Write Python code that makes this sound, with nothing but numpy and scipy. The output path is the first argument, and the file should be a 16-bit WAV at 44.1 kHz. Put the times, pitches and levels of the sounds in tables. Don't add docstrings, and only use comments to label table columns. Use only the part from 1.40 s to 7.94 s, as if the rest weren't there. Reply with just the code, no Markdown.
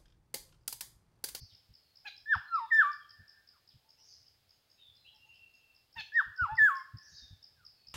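import sys
import numpy as np
from scipy import signal
from scipy.fft import rfft, irfft
from scipy.io import wavfile
from scipy.ndimage import uniform_filter1d

SR = 44100
rng = np.random.default_rng(int(sys.argv[2]) if len(sys.argv) > 2 else 0)


def transcribe(signal):
    frames = np.atleast_2d(signal).T
    limited = np.clip(frames, -1, 1)
    pcm = np.round(limited * 32767).astype(np.int16)
    wavfile.write(sys.argv[1], SR, pcm)


N = 288414
TIME_S = np.arange(N) / SR

# f/Hz, relative density/dB
HISS_COLOUR = [(25, -9.5), (100, -1.5), (200, -9), (400, -10.5), (850, -9.5), (1000, -14), (2600, -13),
               (4000, -11), (4900, -8.5), (5600, -18.5), (8800, -22), (15500, -19)]
HISS_DB, CUTOFF_HZ = -74, 15800

# onset t/s, relative level/dB
BUMPS = [(.01, -44), (.287, -49.5), (0.947, -40), (1.785, -48), (2.338, -52), (4.562, -44.5),
         (4.859, -49.5), (5.01, -36), (5.112, -40), (5.206, -47.5), (5.534, -38.5), (5.717, -56),
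         (5.816, -49.5), (5.904, -43.5), (6.477, -55)]
# f/Hz, relative density/dB
BUMP_COLOUR = [(20, -32), (45, -7.5), (75, 3.5), (120, 1), (180, -14), (280, -23.5), (450, -44),
               (900, -78.5)]
NUDGES_PER_S, NUDGE_REL_DB, NUDGE_SPREAD_DB = 1.5, -68, 6

# t/s, relative level/dB
BUZZY_CALLS = [(-.135, -57), (2.579, -60.5), (5.624, -57.5)]
# offset t/s, length/s, start f/Hz, end f/Hz, relative level/dB, buzz spread/Hz
BUZZY_SYLLABLES = [(0, .07, 5680, 5050, -1, 370), (0.057, .1, 6500, 6000, -7, 318),
                   (0.097, 0.0844, 4990, 4800, 3, 443)]
# t/s, relative level/dB
RISING_LEVEL = [(2.57, -77), (3.11, -83), (3.645, -56.5), (4.19, -76)]
RISING_START_S, RISING_INTERVAL_S, RISING_LENGTH_S = 2.565, .27, .047
RISING_FROM_HZ, RISING_TO_HZ, RISING_BUZZ_HZ = 2500, 3410, 112
# t/s, length/s, start f/Hz, end f/Hz, relative level/dB
FAR_WHISTLES = [(0.328, 0.25, 4470, 4250, -76.5), (1.039, 0.12, 4176, 4110, -65.5),
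                (1.153, .15, 3947, 3428, -68.5), (1.597, 0.053, 3375, 3100, -66.5),
                (1.94, 0.083, 1610, 1580, -67.5), (2.13, .049, 1537, 943, -68.5),
                (3.378, .13, 3802, 3404, -59), (3.55, 0.17, 4180, 3910, -68.5),
                (3.79, .29, 2780, 2704, -59), (4.06, 0.273, 2773, 2676, -69),
                (5.712, 0.22, 3923, 3552, -61.5), (6.155, .107, 1740, 1120, -68.5),
                (6.33, .15, 4490, 4410, -70), (6.343, .13, 2597, 2503, -80.5)]
FAR_WAVER = .016
# t/s, relative level/dB
HARSH_NOTES = [(.088, -65.5), (2.29, -71)]
HARSH_LENGTH_S, HARSH_FROM_HZ, HARSH_TO_HZ, HARSH_BUZZ_HZ = .045, 4350, 2950, 430
THIN_NOTES = [2.47, 3.077, 3.281, 3.838, 4.109]
THIN_HZ, THIN_LENGTH_S, THIN_REL_DB, THIN_WAVER_HZ = 6550, .095, -85, 50
HOOTS = [2.437, 2.573, 3.721, 3.84]
HOOT_HZ, HOOT_LENGTH_S, HOOT_REL_DB, HOOT_WAVER_HZ = 885, .07, -74, 50.4

CHIP_TIMES = [.138, .341, .559, .767, .939, 1.145, 1.335, 1.519, 1.695, 1.882, 2.077, 2.278, 2.493, 2.676,
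              2.869, 3.095, 3.303, 3.555, 3.749, 3.945, 4.141, 4.351, 4.53, 4.742, 4.965, 5.156, 5.356,
              5.573, 5.771, 6.03, 6.253, 6.473]
# t/s, relative level/dB
CHIP_LEVEL = [(.3, -55.5), (1, -50.5), (1.55, -50.5), (2.3, -56), (3.1, -59.5), (4.15, -63.5), (5.2, -49.5),
              (5.7, -51), (6.4, -48)]

# t/s, length/s, starting f/Hz, relative level/dB
RASPS = [(0.643, .051, 894.3, -47), (4.551, .068, 975.4, -45.5)]
# f/Hz, relative level/dB
RASP_COLOUR = [(800, -9), (1700, -3.5), (2600, -0.5), (3400, -4), (4300, -1), (5200, -12), (6800, -10),
               (8000, -26), (13000, -16), (16000, -16)]
RASP_ATTACK_S, RASP_RELEASE_S, RASP_SAG_HZ_PER_S = .014, .01, 2300
RASP_SLACK_DB, RASP_SLACK_PITCH = -26, .25
RASP_CLOSED_HZ, RASP_OPEN_HZ = 1206, 6110

# t/s, length/s, swell/s, pitch settling/s, steepest fall after/s, ease of fall/s,
# onset f/Hz, held f/Hz, end f/Hz, end drift/(Hz/s), relative level/dB, change after fall/dB,
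# catch at foot of fall/dB, overtones/dB, extra overtones above 6 kHz/dB
WHISTLES = [(.857, .12, 0.052, 0.035, .094, .0123, 1715, 1847, 704, 0, -22.5, 0, 0, 5, -10.5),
            (1.087, .188, .048, .02, .101, .0205, 1410, 1392, 913.4, -350, -21, -4, -2, -1, -6.5),
            (1.304, 0.23, .016, .013, 0.12, .013, 2000, 1788, 1139, 450, -21.5, 2, 0, 1, -1.5),
            (4.719, 0.11, 0.046, .026, 0.095, 0.015, 1694, 1930, 707, 0, -23, 0, -0.5, 3, -8.5),
            (4.969, .19, 0.03, .0224, 0.089, 0.016, 1545, 1502, 844, 350, -25, 7.5, -17, -1, -5),
            (5.17, 0.26, 0.015, .018, 0.12, .0135, 2043, 1740, 1134, -600, -22.5, -1, 1.5, -2, 6)]
# f/Hz, relative level/dB
WHISTLE_OVERTONES = [(1700, -11.5), (2400, -27), (3000, -32.5), (3500, -34), (4400, -46), (5500, -50.5),
                     (6300, -57), (7200, -49.5), (7900, -53.5), (9200, -65), (10600, -56.5), (12300, -63.5),
                     (14300, -51.5), (16000, -55)]
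# f/Hz, gain/dB
THROAT = [(700, -22.5), (880, -13.5), (1150, -10.5), (1600, 0.5), (1900, 2)]
SWELL_STEEPNESS, ONSET_S, RELEASE_S, FADE_DB_PER_S = 4.3, .003, .027, 58
IDLE_DB = -28
CATCH_AFTER_EASES, CATCH_S, CATCH_PITCH_PER_DB = 1.25, .016, .003
END_WAVER, END_WAVER_RATE_HZ, END_OVERTONE_DB = .0098, 45, -1.5
# delay/s, share of the direct sound
ECHOES = [(.0053, .26), (0.0098, .16), (0.034, .08)]


def from_db(db):
    return 10 ** (np.asarray(db) / 20)


def rms_one(x):
    return x / np.sqrt(np.mean(x ** 2) + 1e-20)


def at_hz(points, hz):
    knots_hz, db = np.transpose(points)
    return from_db(np.interp(np.log(hz + 1e-9), np.log(knots_hz), db))


def drift(rate_hz, size=N):
    steps = np.arange(size) * rate_hz / SR
    return np.interp(steps, np.arange(size), rng.standard_normal(size))


def noise(colour):
    white = rfft(rng.standard_normal(N))
    gain = at_hz(colour, np.fft.rfftfreq(N, 1 / SR))
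    return rms_one(irfft(white * gain, N))


def phase_of(hz):
    return 2 * np.pi * np.cumsum(hz) / SR


def add(track, start_s, sound):
    at = round(start_s * SR) + np.arange(len(sound))
    inside = (at >= 0) & (at < N)
    track[at[inside]] += sound[inside]


def above(x, edge_hz):
    return signal.sosfilt(signal.butter(4, edge_hz, "high", fs=SR, output="sos"), x)


def scatter(x, delay_s, swell_s, t60_s):
    t = TIME_S[:2 * SR]
    late_s = np.maximum(t - delay_s, 0)
    shape = (1 - np.exp(-late_s / swell_s)) * from_db(-60 * late_s / t60_s)
    spectrum = rfft(rng.standard_normal(len(t)) * shape)
    local_power = uniform_filter1d(abs(spectrum) ** 2, size=100)
    tail = irfft(spectrum / np.sqrt(local_power)) * (t > delay_s)
    return signal.fftconvolve(x, tail[:SR])[:N]


def hiss():
    return from_db(HISS_DB) * noise(HISS_COLOUR)


def bumps(rise_s=.017, level_db=-7):
    struck = rng.random(N) < NUDGES_PER_S / SR
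    nudges = struck * from_db(NUDGE_REL_DB + NUDGE_SPREAD_DB * rng.standard_normal(N))
    for start_s, db in BUMPS:
        add(nudges, start_s, from_db([db]))
    t = TIME_S[:SR // 4] / rise_s
    swell = (t * np.exp(1 - t)) ** 2
    push = from_db(level_db) * signal.fftconvolve(nudges, swell)[:N]
    floor = from_db(-81.5 + 4.9 * drift(4.5))
    return (push + floor) * noise(BUMP_COLOUR)


def glide(length_s, start_hz, end_hz, db, buzz_hz):
    u = np.arange(0, 1, 1 / (length_s * SR))
    waver_hz = buzz_hz * drift(600, size=SR)[:len(u)]
    hz = start_hz + (end_hz - start_hz) * u + waver_hz
    envelope = np.sqrt(2 * np.sin(np.pi * u))
    return from_db(db) * envelope * np.sin(phase_of(hz))


def far_birds(count=7):
    out = np.zeros(N)
    for s, call_db in BUZZY_CALLS:
        for after_s, length_s, start_hz, end_hz, db, buzz_hz in BUZZY_SYLLABLES:
            add(out, s + after_s, glide(length_s, start_hz, end_hz, call_db + db, buzz_hz))
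    for s in RISING_START_S + RISING_INTERVAL_S * np.arange(count):
        db = np.interp(s, *np.transpose(RISING_LEVEL))
        add(out, s, glide(RISING_LENGTH_S, RISING_FROM_HZ, RISING_TO_HZ, db, RISING_BUZZ_HZ))
    for s, length_s, start_hz, end_hz, db in FAR_WHISTLES:
        add(out, s, glide(length_s, start_hz, end_hz, db, FAR_WAVER * start_hz))
    for s, db in HARSH_NOTES:
        add(out, s, glide(HARSH_LENGTH_S, HARSH_FROM_HZ, HARSH_TO_HZ, db, HARSH_BUZZ_HZ))
    for s in THIN_NOTES:
        add(out, s, glide(THIN_LENGTH_S, THIN_HZ, THIN_HZ, THIN_REL_DB, THIN_WAVER_HZ))
    for s in HOOTS:
        add(out, s, glide(HOOT_LENGTH_S, HOOT_HZ, HOOT_HZ, HOOT_REL_DB, HOOT_WAVER_HZ))
    direct = from_db(-6) * (out + scatter(out, delay_s=.002, swell_s=.002, t60_s=.15))
    reverberation = scatter(above(out, 2000), delay_s=.003, swell_s=.004, t60_s=.56)
    return direct + from_db(-2) * reverberation


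def small_bird(top_hz=5570, bottom_hz=4380, gap_s=.0138, level_db=3.5):
    u = np.arange(0, 1, 1 / (.0098 * SR))
    shape = np.sin(np.pi * u ** .72) ** 2
    peak_s = np.argmax(shape) / SR
    out = np.zeros(N)
    strays = rng.standard_normal((len(CHIP_TIMES), 2))
    for s, pair_strays in zip(CHIP_TIMES, strays):
        db = np.interp(s, *np.transpose(CHIP_LEVEL)) + level_db
        for chip_s, gain_db, stray in zip((s, s + gap_s), (-4.5, 0), pair_strays):
            hz = (top_hz + (bottom_hz - top_hz) * u) * (1 + .012 * stray)
            chip = from_db(db + gain_db) * shape * np.sin(phase_of(hz))
            add(out, chip_s - peak_s, chip)
    leaves = scatter(out, delay_s=.004, swell_s=.003, t60_s=.4)
    late_tail = scatter(out, delay_s=.049, swell_s=.039, t60_s=.99)
    return out + from_db(-2) * leaves + from_db(-20.5) * late_tail


def rasp(start_s, length_s, pitch_hz, level_db, closed_db=-24):
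    t = np.arange(0, length_s, 1 / SR)
    size = len(t)
    effort = np.minimum(np.minimum(t / RASP_ATTACK_S, (length_s - t) / RASP_RELEASE_S), 1)
    slack = 1 - effort
    hz = (pitch_hz - RASP_SAG_HZ_PER_S * t) * (1 - RASP_SLACK_PITCH * slack)
    hz = hz * (1 + .012 * drift(900, size=size))
    phase = phase_of(hz)
    edge_hz = RASP_CLOSED_HZ + (RASP_OPEN_HZ - RASP_CLOSED_HZ) * t / length_s
    stack, out = 0, np.zeros(N)
    for k in range(1, 19):
        opening = np.maximum(1 / (1 + (k * hz / edge_hz) ** 6), from_db(closed_db))
        rough = min(k / 4, 1) * (.4 * drift(120, size=size) + .65 * drift(900, size=size))
        stack += (1 + rough) * opening * at_hz(RASP_COLOUR, k * hz) * np.sin(k * phase)
    add(out, start_s, np.sqrt(2) * from_db(level_db + RASP_SLACK_DB * slack) * stack)
    return out


def whistle(start_s, length_s, swell_s, settle_s, fall_at_s, ease_s, onset_hz, held_hz, end_hz, end_hz_per_s,
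            level_db, end_db, catch_db, overtone_db, treble_db, half_db=-14):
    t = np.arange(0, length_s, 1 / SR)
    size = len(t)
    effort = 1 / (1 + np.exp(SWELL_STEEPNESS * (1 - t / swell_s)))
    height = np.exp(-np.exp((t - fall_at_s) / ease_s))
    fallen_s = np.maximum(t - fall_at_s, 0)
    catch_at_s = fall_at_s + CATCH_AFTER_EASES * ease_s
    catch_course_db = catch_db * np.exp(-((t - catch_at_s) / CATCH_S) ** 2)

    upper_hz = held_hz + (onset_hz - held_hz) * np.exp(-(t / settle_s) ** 2)
    end_waver = 1 + END_WAVER * drift(END_WAVER_RATE_HZ, size=size)
    lower_hz = (end_hz + end_hz_per_s * fallen_s) * end_waver
    hz = (lower_hz + (upper_hz - lower_hz) * height) * (1 + CATCH_PITCH_PER_DB * catch_course_db)

    gate = np.minimum(t / ONSET_S, 1) * np.minimum((length_s - t) / RELEASE_S, 1)
    swell = np.maximum(effort, from_db(IDLE_DB))
    course_db = level_db + end_db * (1 - height) + catch_course_db - FADE_DB_PER_S * fallen_s
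    envelope = gate * swell * at_hz(THROAT, hz) * from_db(course_db)

    phase = phase_of(hz * (1 + .0012 * drift(400, size=size)))
    overtones = 0
    for k in np.r_[2, 3, 4:13:.5]:
        db = overtone_db + treble_db * (k * hz > 6000) + half_db * (k % 1 > 0)
        db = db + 3 * drift(90, size=size)
        blur = .1 * k * drift(450, size=size)
        gain = from_db(db) * at_hz(WHISTLE_OVERTONES, k * hz) * (k * hz < SR / 2)
        overtones += gain * np.sin(k * phase + blur)
    overtones = overtones * from_db(END_OVERTONE_DB * (1 - height))

    out = np.zeros((2, N))
    for track, part in zip(out, (np.sin(phase), overtones)):
        add(track, start_s, np.sqrt(2) * envelope * part)
    return out


def oriole():
    tones, overtones = sum(whistle(*row) for row in WHISTLES)
    rasps = sum(rasp(*row) for row in RASPS)
    smear = scatter(above(overtones, 3800), delay_s=.001, swell_s=.001, t60_s=.14)
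    song = tones + rasps + from_db(-4) * overtones + from_db(-2) * smear
    near = sum(share * np.interp(TIME_S - delay_s, TIME_S, song) for delay_s, share in ECHOES)
    tail = scatter(song, delay_s=.0044, swell_s=.012, t60_s=.49)
    bright = scatter(above(rasps + overtones, 2500), delay_s=.0028, swell_s=.003, t60_s=.33)
    far_trees = scatter(above(song, 1960), delay_s=.33, swell_s=.07, t60_s=.98)
    return song + near + from_db(-15.5) * tail + from_db(-2) * bright + from_db(-34.5) * far_trees


def scene():
    return (hiss() + bumps() + far_birds() + small_bird() + oriole())[None]


def record(dry):
    return signal.sosfilt(signal.ellip(10, .1, 70, CUTOFF_HZ, fs=SR, output="sos"), dry)


dry = scene()
out = record(dry)
transcribe(out)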